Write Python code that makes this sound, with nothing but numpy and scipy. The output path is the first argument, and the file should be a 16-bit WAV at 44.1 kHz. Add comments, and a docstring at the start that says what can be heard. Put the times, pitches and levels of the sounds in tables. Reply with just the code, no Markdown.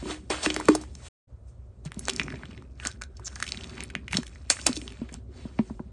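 """Slime on a table, heard close up through two microphone ports, over a low room rumble with a hum.
First, hands knead a thick slab: pockets pop as damped rings, deep ones thump, torn films fizz as noise grains.
A muted cut falls silent at about 1.1 s. Then fingers poke slime in a hand-held cup: more pops and thumps,
grittier fizz, and at 3.2 s a short falling squirt of air. Noise swells low as the mass squelches in both parts."""
import sys
import numpy as np
from scipy import signal
from scipy.fft import rfft, irfft
from scipy.io import wavfile
from scipy.ndimage import uniform_filter1d

SR = 44100
rng = np.random.default_rng(int(sys.argv[2]) if len(sys.argv) > 2 else 0)


def master_out(mix):
    """Clip the mix to full scale and print it as 16-bit PCM to the path in sys.argv[1]."""
    frames = np.transpose(np.atleast_2d(mix))
    ceiling = np.clip(frames, -1, 1)
    pcm = np.round(ceiling * 32767).astype(np.int16)
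    wavfile.write(sys.argv[1], SR, pcm)


N = 261072


def amp(db):
    """Decibels to gain."""
    return 10 ** (np.asarray(db) / 20)


def evened(x):
    """Scales to rms 1."""
    return x / np.sqrt(np.mean(x ** 2) + 1e-20)


def read(points, hz):
    """Reads a (frequency, value) table on a log frequency axis."""
    table_hz, value = np.transpose(points)
    return np.interp(np.log(hz + 1), np.log(table_hz + 1), value)


def curve(rows):
    """Columns of a (time, value, ..) table at every sample."""
    time_s, *columns = np.transpose(rows)
    return [np.interp(np.arange(N) / SR, time_s, column) for column in columns]


def add(mix, start_s, sound):
    """Mixes a sound in at its start time."""
    part = mix[max(round(start_s * SR), 0):][:len(sound)]
    part += sound[:len(part)]


def colour(x, points):
    """Gives x the tilt of a spectrum table, then rms 1."""
    hz = np.fft.rfftfreq(len(x), 1 / SR)
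    return evened(irfft(rfft(x) * amp(read(points, hz)), len(x)))


def band(x, lo_hz, hi_hz, order=2):
    """Causal band-pass."""
    edges = [lo_hz, min(hi_hz, SR / 2.1)]
    return signal.sosfilt(signal.butter(order, edges, btype="band", fs=SR, output="sos"), x)


# Spectrum of the rumble in the room: pitch_hz [Hz], level_db [relative dB per Hz]
RUMBLE_SPECTRUM = [(20, -37.5), (30, -24.5), (42, -12), (61, -5.5), (72, 0), (86, -8.5), (120, -7.5),
                   (147, -23), (216, -25.5), (320, -33.5), (580, -30), (800, -41), (1300, -44), (3000, -68)]
RUMBLE_DB, HUM_DB = -47, -48.5  # rms levels
HUM_HZ, WAVER_HZ = 61.7, 3.5  # mean pitch and rms pitch deviation


def rumble():
    """Steady low noise of the room with a hum in it whose pitch wavers at random."""
    waver = evened(uniform_filter1d(uniform_filter1d(rng.standard_normal(N), 2500), 2500))
    hum = np.sqrt(2) * np.sin(2 * np.pi * np.cumsum(HUM_HZ + WAVER_HZ * waver) / SR)
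    noise = colour(rng.standard_normal(N), RUMBLE_SPECTRUM)
    return amp(RUMBLE_DB) * noise + amp(HUM_DB) * hum


# Decay of the room: pitch_hz [Hz], t60_s [s]
ROOM_DECAY = [(500, 0.095), (2500, 0.14), (8000, 0.088)]


def room(x):
    """Sparse taps of random sign whose bands die at their own speed."""
    taps = np.zeros(SR // 4)
    at = np.arange(100, SR // 4 - 20, 20)
    taps[at + rng.integers(0, 20, len(at))] = rng.choice([-1., 1.], len(at))
    hz, t, bins = signal.stft(taps, SR, nperseg=256)
    fading = bins * amp(-60 * t / read(ROOM_DECAY, hz)[:, None])
    tail = signal.istft(fading, SR, nperseg=256)[1]
    return signal.fftconvolve(x, tail / np.linalg.norm(tail))[:N]


# The hole round the fingers, resounding with fizz and pops: time_s [s], pitch_hz [Hz], gain_db [dB]
HOLE = [(2.0, 2460, -11.5), (2.25, 2380, 0), (2.72, 2560, 2), (2.84, 1510, 10.5), (3.38, 1590, 6.5),
        (3.5, 2450, -12), (4.9, 2510, 5), (5.2, 2000, -24)]


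def hollow(x, width_hz=180):
    """A resonance that follows the size of the hole: shift down, smooth, shift back."""
    hz, gain_db = curve(HOLE)
    turn = np.exp(2j * np.pi * np.cumsum(hz) / SR)
    r = np.exp(-np.pi * width_hz / SR)
    smooth = signal.lfilter([1 - r], [1, -r], x / turn)
    return amp(gain_db) * 2 * (turn * smooth).real


# Slow fizz of the settling mass: time_s [s], fizz_db [dB], treble_db [dB over fizz]
SETTLING = [(0.0, -49, -11.5), (0.27, -70.5, -5.5), (0.5, -39.5, -10), (0.76, -53.5, -10), (0.9, -68.5, -6),
            (1.3, -80, -6.5), (1.83, -77, -6.5), (2.03, -57.5, 4), (2.52, -59.5, -8.5), (2.75, -83, 4.5),
            (3.17, -79, 1), (3.43, -56, 6.5), (3.7, -55.5, -1.5), (4.06, -69.5, -6), (4.25, -62, 1),
            (4.47, -68, 0), (4.54, -56.5, 9), (4.72, -51, 0), (4.85, -60.5, 3.5), (5.07, -59, -13.5),
            (5.28, -80, -8), (5.69, -61.5, -5.5), (5.78, -73, -2.5), (5.92, -73, -16)]
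# Films tearing in one go: peak_s [s], fizz_db [dB], treble_db [dB over fizz],
# swell_s and fade_s [s per 20 dB, short ones held to a floor]
FILM_TEARS = [(0.116, -33, -9.5, 0.09, 0.064), (0.302, -26, -12.5, 0.0035, 0.12),
              (0.432, -31.5, 0.5, 0.0042, 0.042), (0.454, -25, -7.5, 0.048, 0.027),
              (0.574, -45.5, -11, 0.035, 0.12), (0.692, -37, -9.5, 0.041, 0.15),
              (1.07, -48.5, -5, 0.15, 0.12), (1.49, -73.5, 3.5, 0.044, 0.067),
              (1.859, -45, -7, 0.012, 0.031), (2.088, -33, -13, 0.02, 0.018),
              (2.205, -51.5, 3, 0.14, 0.095), (2.859, -43, 1.5, 0.056, 0.073),
              (3.272, -49.5, 1, 0.015, 0.033), (3.332, -59, 3, 0.16, 0.052), (3.832, -51.5, -8, 0.48, 0.04),
              (4.135, -48.5, -3, 0.042, 0.06), (4.17, -42, 5.5, 0.046, 0.05),
              (4.502, -23, 2, 0.0036, 0.037), (4.666, -24.5, -7, 0.0048, 0.036),
              (5.143, -49, -10.5, 0.042, 0.052), (5.373, -52.5, -13, 0.08, 0.39),
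              (5.597, -56.5, -15, .05, 0.068)]


def tearing():
    """Gains of fizz and its treble: each tear swells to its peak and fades, over the settling mass."""
    fizz_db, treble_db = curve(SETTLING)
    low_power, high_power = amp(2 * fizz_db), amp(2 * (fizz_db + treble_db))
    t = np.arange(N) / SR
    for peak_s, db, treble_db, swell_s, fade_s in FILM_TEARS:
        away = np.maximum((peak_s - t) / max(swell_s, .004), (t - peak_s) / max(fade_s, .01))
        power = amp(2 * db - 2 * 20 * away)
        low_power = low_power + power
        high_power = high_power + power * amp(2 * treble_db)
    return np.sqrt(low_power), np.sqrt(high_power)


def crackle(per_s, spread_db, cycles, lo_hz, hi_hz, count=24):
    """Tiny random bursts of many pitches; few are large."""
    size = amp(spread_db * np.minimum(rng.exponential(1, N), 4)) * (rng.random(N) < per_s / SR)
    kind, out = rng.integers(0, count, N), np.zeros(N)
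    for k, hz in enumerate(np.geomspace(lo_hz, hi_hz, count)):
        u = np.arange(int(6 * cycles * SR / hz)) * hz / SR  # time in cycles
        grain = np.sin(2 * np.pi * u) * np.exp(-u / cycles)
        out += signal.oaconvolve(size * (kind == k), grain / np.linalg.norm(grain))[:N]
    return evened(out)


def patchy(x, patchy_db=1.8):
    """The fizz's level drifts at random in short patches of pitch and time."""
    bins = signal.stft(x, nperseg=256)[2]
    patches = uniform_filter1d(rng.standard_normal(bins.T.shape), size=10, axis=0)
    patches = uniform_filter1d(patches, size=5, axis=1)
    return signal.istft(bins * amp(patchy_db * evened(patches).T), nperseg=256)[1][:N]


# Spectrum of the fizz, before body and treble are levelled apart: pitch_hz [Hz], level_db [relative dB per Hz]
FIZZ_SPECTRUM = [(290, -22), (500, 0), (637, 0), (1030, -5), (1500, -6), (5620, -7), (9010, -3.5),
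                 (9980, -21), (10500, -41)]
# Grit of the fizz, from smooth hiss to separate ticks: time_s [s], share [0-1]
GRIT_SHARE = [(0, .35), (1.3, .3), (1.82, .05), (1.9, .9), (4.49, .9), (4.51, .4), (4.7, .6), (4.95, .8),
              (5.2, .4), (5.92, .3)]
# Spectrum of the squelch, shaping lumpy noise: pitch_hz [Hz], level_db [relative dB per Hz]
SQUELCH_SPECTRUM = [(65, -52.5), (110, -10), (232, 1.5), (332, -7), (382, 1), (474, -17), (800, -9),
                    (1200, -80)]
# Low squelch of the moving mass, one list for the slab and one for the cup: time_s [s], level_db [dB]
PRESSES = [
    [(0.01, -56), (0.666, -44), (1.05, -60.5)],
    [(1.45, -73.5), (1.78, -62), (2.25, -37.5), (2.7, -55.5), (3.19, -59.5), (3.75, -45), (4.52, -61.5),
     (4.66, -48), (5.92, -56)],
]


def knead():
    """Fizz of tearing films over a soft hiss, and the low squelch of the moving mass."""
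    low, treble = tearing()
    grit = curve(GRIT_SHARE)[0]
    ticks = crackle(2200, 4.2, 1.5, 1100, 5500)
    grains = grit * ticks + np.sqrt(1 - grit ** 2) * rng.standard_normal(N)
    spectrum = rfft(colour(patchy(grains), FIZZ_SPECTRUM))
    high = 1 / (1 + (5000 / (np.fft.rfftfreq(N, 1 / SR) + 1)) ** 10)  # splits body from treble at 5 kHz
    body = evened(irfft(spectrum * (1 - high), N))
    bright = evened(irfft(spectrum * high, N))
    fizz = low * (body + hollow(body)) + treble * bright
    lumps = crackle(300, 2.5, 2, 130, 600) + .8 * rng.standard_normal(N)
    return fizz + amp(curve(np.concatenate(PRESSES))[0]) * colour(lumps, SQUELCH_SPECTRUM)


# Air hissing out of a narrow slit: start_s [s], end_s [s], level_db [dB before the swell],
# from_hz [Hz], to_hz [Hz]
SLIT = (3.243, 3.28, -31, 7310, 5808)


def squirt():
    """A fluttering hiss in one falling resonance that swells and is cut off as the slit bursts."""
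    start_s, end_s, db, from_hz, to_hz = SLIT
    out, u = np.zeros(N), np.linspace(0, 1, round((end_s - start_s) * SR))
    noise = rng.standard_normal((3, 2000))[:, :len(u)]
    narrow = band(noise[0] + 1j * noise[1], 20, 670)
    turn = np.exp(2j * np.pi * np.cumsum(from_hz + (to_hz - from_hz) * u) / SR)
    flutter = amp(3.6 * evened(uniform_filter1d(noise[2], 40)))
    hiss = evened(flutter * (narrow * turn).real)
    swell = u * np.minimum((1 - u) * 20, 1)
    add(out, start_s, amp(db) * swell * hiss)
    return out


# Modes rung by thumps on the table, then in the hand-held cup:
# pitch_hz [Hz], level_db [dB against the cavity before the swell], t60_s [s]
TABLE_MODES = [(307, -22, 0.24), (370, -17, 0.1), (567, -9, 0.016), (963, -9, 0.015)]
CUP_MODES = [(375, -33, .15), (600, -14, .02), (950, -22, .03)]
# Deep pockets and finger blows: start_s [s], peak_db [dB before overload], pitch_hz [Hz, once settled],
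# t60_s [s, held to a floor]
DEEP_POCKETS = [(0.026, -27.5, 231, 0.029), (0.057, -26, 324, 0.01), (0.099, -28.5, 328, 0.029),
                (0.302, -21.5, 374, 0.057), (0.463, -18, 295, 0.037), (0.503, -27.5, 305, 0.029),
                (0.564, -23.5, 379, 0.038), (0.686, -15, 405, 0.07), (0.687, -6.5, 307, 0.041),
                (0.751, -23, 425, 0.035), (1.857, -27, 150.4, 0.07), (1.969, -29, 195, 0.045),
                (2.086, -31.5, 384, 0.082), (2.202, -34, 224, 0.063), (2.309, -37, 229, 0.054),
                (2.337, -29, 187, 0.012), (2.858, -29.5, 236, 0.032), (3.201, -48.5, 370, 0.12),
                (3.96, -31, 200, 0.026), (4.132, -31, 161, 0.15), (4.15, -20, 184, 0.046),
                (4.184, -19.5, 233, 0.04), (4.501, -32.5, 265, 0.034), (4.666, -27, 307, 0.053),
                (4.692, -20, 247, 0.051), (4.768, -31, 302, 0.064), (4.821, -36.5, 258, 0.052),
                (5.016, -23.5, 230, 0.049), (5.12, -36, 222.5, 0.026), (5.453, -25, 217, 0.033),
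                (5.592, -11, 217.5, 0.05), (5.706, -25, 215.7, 0.042), (5.8, -24.5, 217, 0.029)]
PUSH_DB, PUSH_RATIO, PUSH_S = -4.5, .7, 0.0042  # level, multiple of the cavity pitch, decay time


def thumps():
    """The cavity swells for some ms while its pitch sags to rest; the mass lurches, table or cup rings on."""
    out, t = np.zeros(N), np.arange(9000) / SR

    def ringing(modes):
        """Sum of decaying sines."""
        return sum(amp(db - 60 * t / t60) * np.sin(2 * np.pi * hz * t) for hz, db, t60 in modes)

    table, cup = ringing(TABLE_MODES), ringing(CUP_MODES)
    for start_s, peak_db, hz, t60 in DEEP_POCKETS:
        turns = np.cumsum(hz * (1 + 2.6 * np.exp(-t / 0.0014))) / SR
        cavity = np.sin(2 * np.pi * turns) * amp(-60 * t / max(t60, .01))
        push = amp(PUSH_DB) * np.sin(2 * np.pi * PUSH_RATIO * hz * t) * np.exp(-t / PUSH_S)
        under = cup if start_s > MUTED_CUT[1] else table
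        thump = (1 - np.exp(-t / 0.022)) * (cavity + push + under)
        add(out, start_s, amp(peak_db) * thump / abs(thump).max())
    return out


# Bursting pockets: start_s [s], peak_db [dB before overload], pitch_hz [Hz],
# treble_db [dB, bright crack of the tearing film against the ring], t60_s [s, held to a floor]
POCKETS = [(0.3031, -18.5, 750, -4, 0.013), (0.461, -8.5, 2490, -24, 0.0081),
           (0.502, -12, 3060, -21, 0.024), (0.5425, -16, 7030, -18, 0.017), (0.5637, -11, 2000, -8, 0.0025),
           (0.5995, -18, 935, -8.5, 0.02), (0.611, -23, 1110, -28, 0.013),
           (0.6555, -24.5, 7700, -11, 0.0053), (0.685, -5.5, 1133, -11, 0.023),
           (0.7503, -13, 780, -1.5, 0.028), (0.812, -33, 717, 2, 0.067), (0.837, -32.5, 915, -9, 0.012),
           (0.952, -30, 6270, -4, 0.01), (1.8509, -33, 786, 6, 0.019), (1.9193, -24, 1890, -8.5, 0.002),
           (1.944, -34, 3570, 0, 0.0038), (1.993, -19, 9700, -28, 0.0083), (2.054, -23, 5770, -9, 0.0046),
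           (2.073, -30, 6400, -11, 0.014), (2.0833, -9, 1170, -2, 0.0033),
           (2.0865, -17.5, 3140, -14, 0.0039), (2.0953, -11, 3120, -7, 0.0011),
           (2.099, -9, 3020, 1.5, 0.003), (2.108, -28, 3830, -16, 0.0087), (2.135, -24.5, 5100, 5, 0.0066),
           (2.1625, -18, 8700, 1, 0.0059), (2.197, -7, 2450, -22.5, 0.011),
           (2.2156, -19, 2000, -23, 0.0017), (2.233, -28.5, 5940, -23, 0.011),
           (2.282, -22, 1800, -36, 0.0055), (2.3033, -29.5, 1920, -23, 0.0075),
           (2.323, -31, 1716, -17, 0.028), (2.342, -32, 1750, -32, 0.0071), (2.3571, -38, 2340, -32, 0.03),
           (2.434, -29.5, 1600, -42, 0.01), (2.455, -36, 3020, -13, 0.0081), (2.51, -40, 2850, -11, 0.01),
           (2.577, -34, 2080, -20, 0.0089), (2.6229, -40, 1256, -14.5, 0.01),
           (2.7996, -27.5, 2440, -18.5, 0.011), (2.8517, -16, 1890, -5.5, 0.0034),
           (2.871, -11.5, 6800, -29, 0.009), (2.914, -32, 3730, 1, 0.012), (3.014, -29, 1480, -5, 0.023),
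           (3.0195, -18, 1590, -0.5, 0.01), (3.037, -25.5, 1580, 9, 0.0043), (3.169, -40, 5780, -29, 0.032),
           (3.196, -37, 950, -11, 0.017), (3.2788, -24, 6050, -22, 0.0079),
           (3.3569, -24.5, 6520, -18, 0.011), (3.361, -29.5, 1630, -11, 0.019),
           (3.4011, -22.5, 1510, 0.5, 0.014), (3.4254, -12.5, 1750, -2.5, 0.017),
           (3.4405, -28, 3030, -18, 0.0038), (3.4661, -27, 3020, -4, 0.015),
           (3.4782, -21.5, 2620, -4.5, 0.014), (3.4892, -25, 3950, -9, 0.021),
           (3.5207, -13, 4400, -31, 0.0034), (3.5457, -29.5, 2410, -19, 0.008),
           (3.573, -25.5, 3700, -27, 0.0079), (3.61, -31, 3000, -22, 0.0056),
           (3.636, -31, 3780, -17, 0.0091), (3.6424, -26, 2950, -11, 0.0073),
           (3.6952, -34, 4340, -16, 0.012), (3.705, -37, 2300, 3, 0.008), (3.771, -35, 2010, -25, 0.006),
           (3.78, -28.5, 2260, -19, 0.014), (3.8054, -18.5, 2510, -4, 0.0078),
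           (3.826, -31, 2160, -12, 0.01), (3.8368, -20, 9200, -28, 0.0066), (3.842, -34, 2180, -25, 0.0043),
           (3.901, -30.5, 2070, -8, 0.025), (3.952, -13, 1980, -15, 0.0017),
           (4.0806, -23, 2450, -14.5, 0.012), (4.1102, -33, 2360, -7, 0.11), (4.125, -25.5, 8800, 4, 0.022),
           (4.131, -14.5, 2240, -12, 0.01), (4.1412, -20, 1960, -7, 0.026),
           (4.1462, -19.5, 3200, -13, 0.032), (4.1697, -9, 4300, -9, 0.013),
           (4.2315, -30.5, 1700, -5, 0.012), (4.2667, -31.5, 3300, -1.5, 0.019),
           (4.2783, -36.5, 1870, 2, 0.016), (4.3579, -37, 1870, -33, 0.0096),
           (4.5004, 0.5, 3450, 4.5, 0.016), (4.568, -29.5, 1610, -19, 0.017), (4.59, -31, 1520, -15, 0.015),
           (4.597, -32.5, 2800, -19, 0.02), (4.614, -28, 4700, -22, 0.0092),
           (4.6656, -3.5, 7390, -3.5, 0.027), (4.691, -38, 2270, -23, 0.011),
           (4.7294, -19.5, 4300, -9, 0.011), (4.7559, -26.5, 5400, 4, 0.062),
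           (4.7664, -20.5, 3970, -21, 0.012), (4.7727, -24.5, 5730, -9, 0.012),
           (4.8158, -28, 2870, -4, 0.0057), (4.8786, -24.5, 3200, -31, 0.0045),
           (4.904, -37, 2750, -15, 0.0069), (4.922, -32.5, 2520, -7, 0.0077),
           (5.0895, -39, 2130, -15, 0.037), (5.127, -33.5, 7630, -12, 0.0048),
           (5.1413, -23.5, 7660, -16.5, 0.0027), (5.5889, -25, 1914, -36.5, 0.014),
           (5.591, -21, 944, -39.5, 0.02), (5.699, -36, 860, -38.5, 0.03), (5.7943, -34, 900, -34, 0.022)]
SNAP_DB, SNAP_S = (-7.5, -24), 0.0025  # snap against ring (slab, cup), decay time
# The snap falls to SNAP_TO_HZ from above it by this multiple of the pocket pitch (6 kHz at most)
SNAP_FROM, SNAP_TO_HZ, SNAP_DROP_S = 1.5, 360, 0.0013


def pops():
    """A pocket's mouth whistles down, it rings a few cycles, its film tears as a wide and a bright crack."""
    out, t = np.zeros(N), np.arange(1800) / SR
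    noises = rng.standard_normal((len(POCKETS), 3, len(t)))
    for (start_s, peak_db, hz, treble_db, t60), noise in zip(POCKETS, noises):
        shape = (1 - np.exp(-t / 0.00012)) ** 2 * amp(-60 * t / max(t60, .002))
        tone = np.sin(2 * np.pi * hz * t) * np.exp(-t * hz / 4)  # the wet wall damps it within some cycles
        breath = band(noise[0], hz / 1.45, hz * 1.282, order=3) * np.sqrt(SR / hz / 2)
        ring = shape * (tone + .5 * breath)
        wide = band(noise[1] * shape, hz / 3, hz * 2, order=4)
        bright = band(noise[2] * shape, 3800, 11000, order=4)
        drop_hz = SNAP_TO_HZ + min(SNAP_FROM * hz, 6000) * np.exp(-t / SNAP_DROP_S)
        snap = np.sin(2 * np.pi * np.cumsum(drop_hz) / SR) * np.exp(-t / SNAP_S) * np.minimum(t * hz, 1)
        snap_db = SNAP_DB[int(start_s > MUTED_CUT[1])]
        parts = [(0, ring), (-8, wide), (treble_db, bright), (snap_db, snap)]
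        pop = sum(amp(part_db) * part / np.linalg.norm(part) for part_db, part in parts)
        add(out, start_s, amp(peak_db) * pop / abs(pop).max())
    return out


# Reflections that reach the ports unlike: pitch_hz [Hz], level_db [dB against the direct sound, before the turn]
SIDE_REFLECTIONS = [(60, -40), (200, -33), (400, -24), (750, -11), (1500, -17), (2800, -23), (5300, -13),
                    (10000, -24)]


def scene():
    """Slime close to the microphone, its room tail, the rumble, and near reflections from the sides."""
    bursts = pops()
    tail = amp(-15) * room(bursts + hollow(bursts))
    direct = bursts + thumps() + tail + knead() + squirt() + rumble()
    turned = 1j - .3  # mostly a phase shift between the sides, the right a little louder
    side_gain = amp(read(SIDE_REFLECTIONS, np.fft.rfftfreq(N, 1 / SR)))
    side = irfft(rfft(direct) * turned * side_gain, N)
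    return np.array([direct + side, direct - side])


# Phase between the microphone ports: pitch_hz [Hz], lead [radians the left port leads]
PORT_LEAD = [(4500, 0), (5300, .2), (7400, -.5), (9500, -1.8)]
# Silence of the cut between slab and cup: start_s [s], end_s [s]
MUTED_CUT = (1.086, 1.272)
EDGE_HZ = 10300  # upper band limit


def record(dry):
    """Two close ports whose phase parts in the treble, soft overload, a muted cut, then the band limit."""
    half = np.exp(.5j * read(PORT_LEAD, np.fft.rfftfreq(N, 1 / SR)))
    ports = irfft(rfft(dry) * np.array([half, 1 / half]), N)
    ports = .9 * np.tanh(ports / .9)
    t = np.arange(N) / SR
    gate = np.clip(np.maximum((MUTED_CUT[0] - t) / 0.0037, (t - MUTED_CUT[1]) / 0.022), 0, 1)
    lowpass = signal.firwin(301, EDGE_HZ, window=("kaiser", 9), fs=SR)
    return signal.oaconvolve(ports * gate, lowpass[None], "same")


dry = scene()
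out = record(dry)
master_out(out)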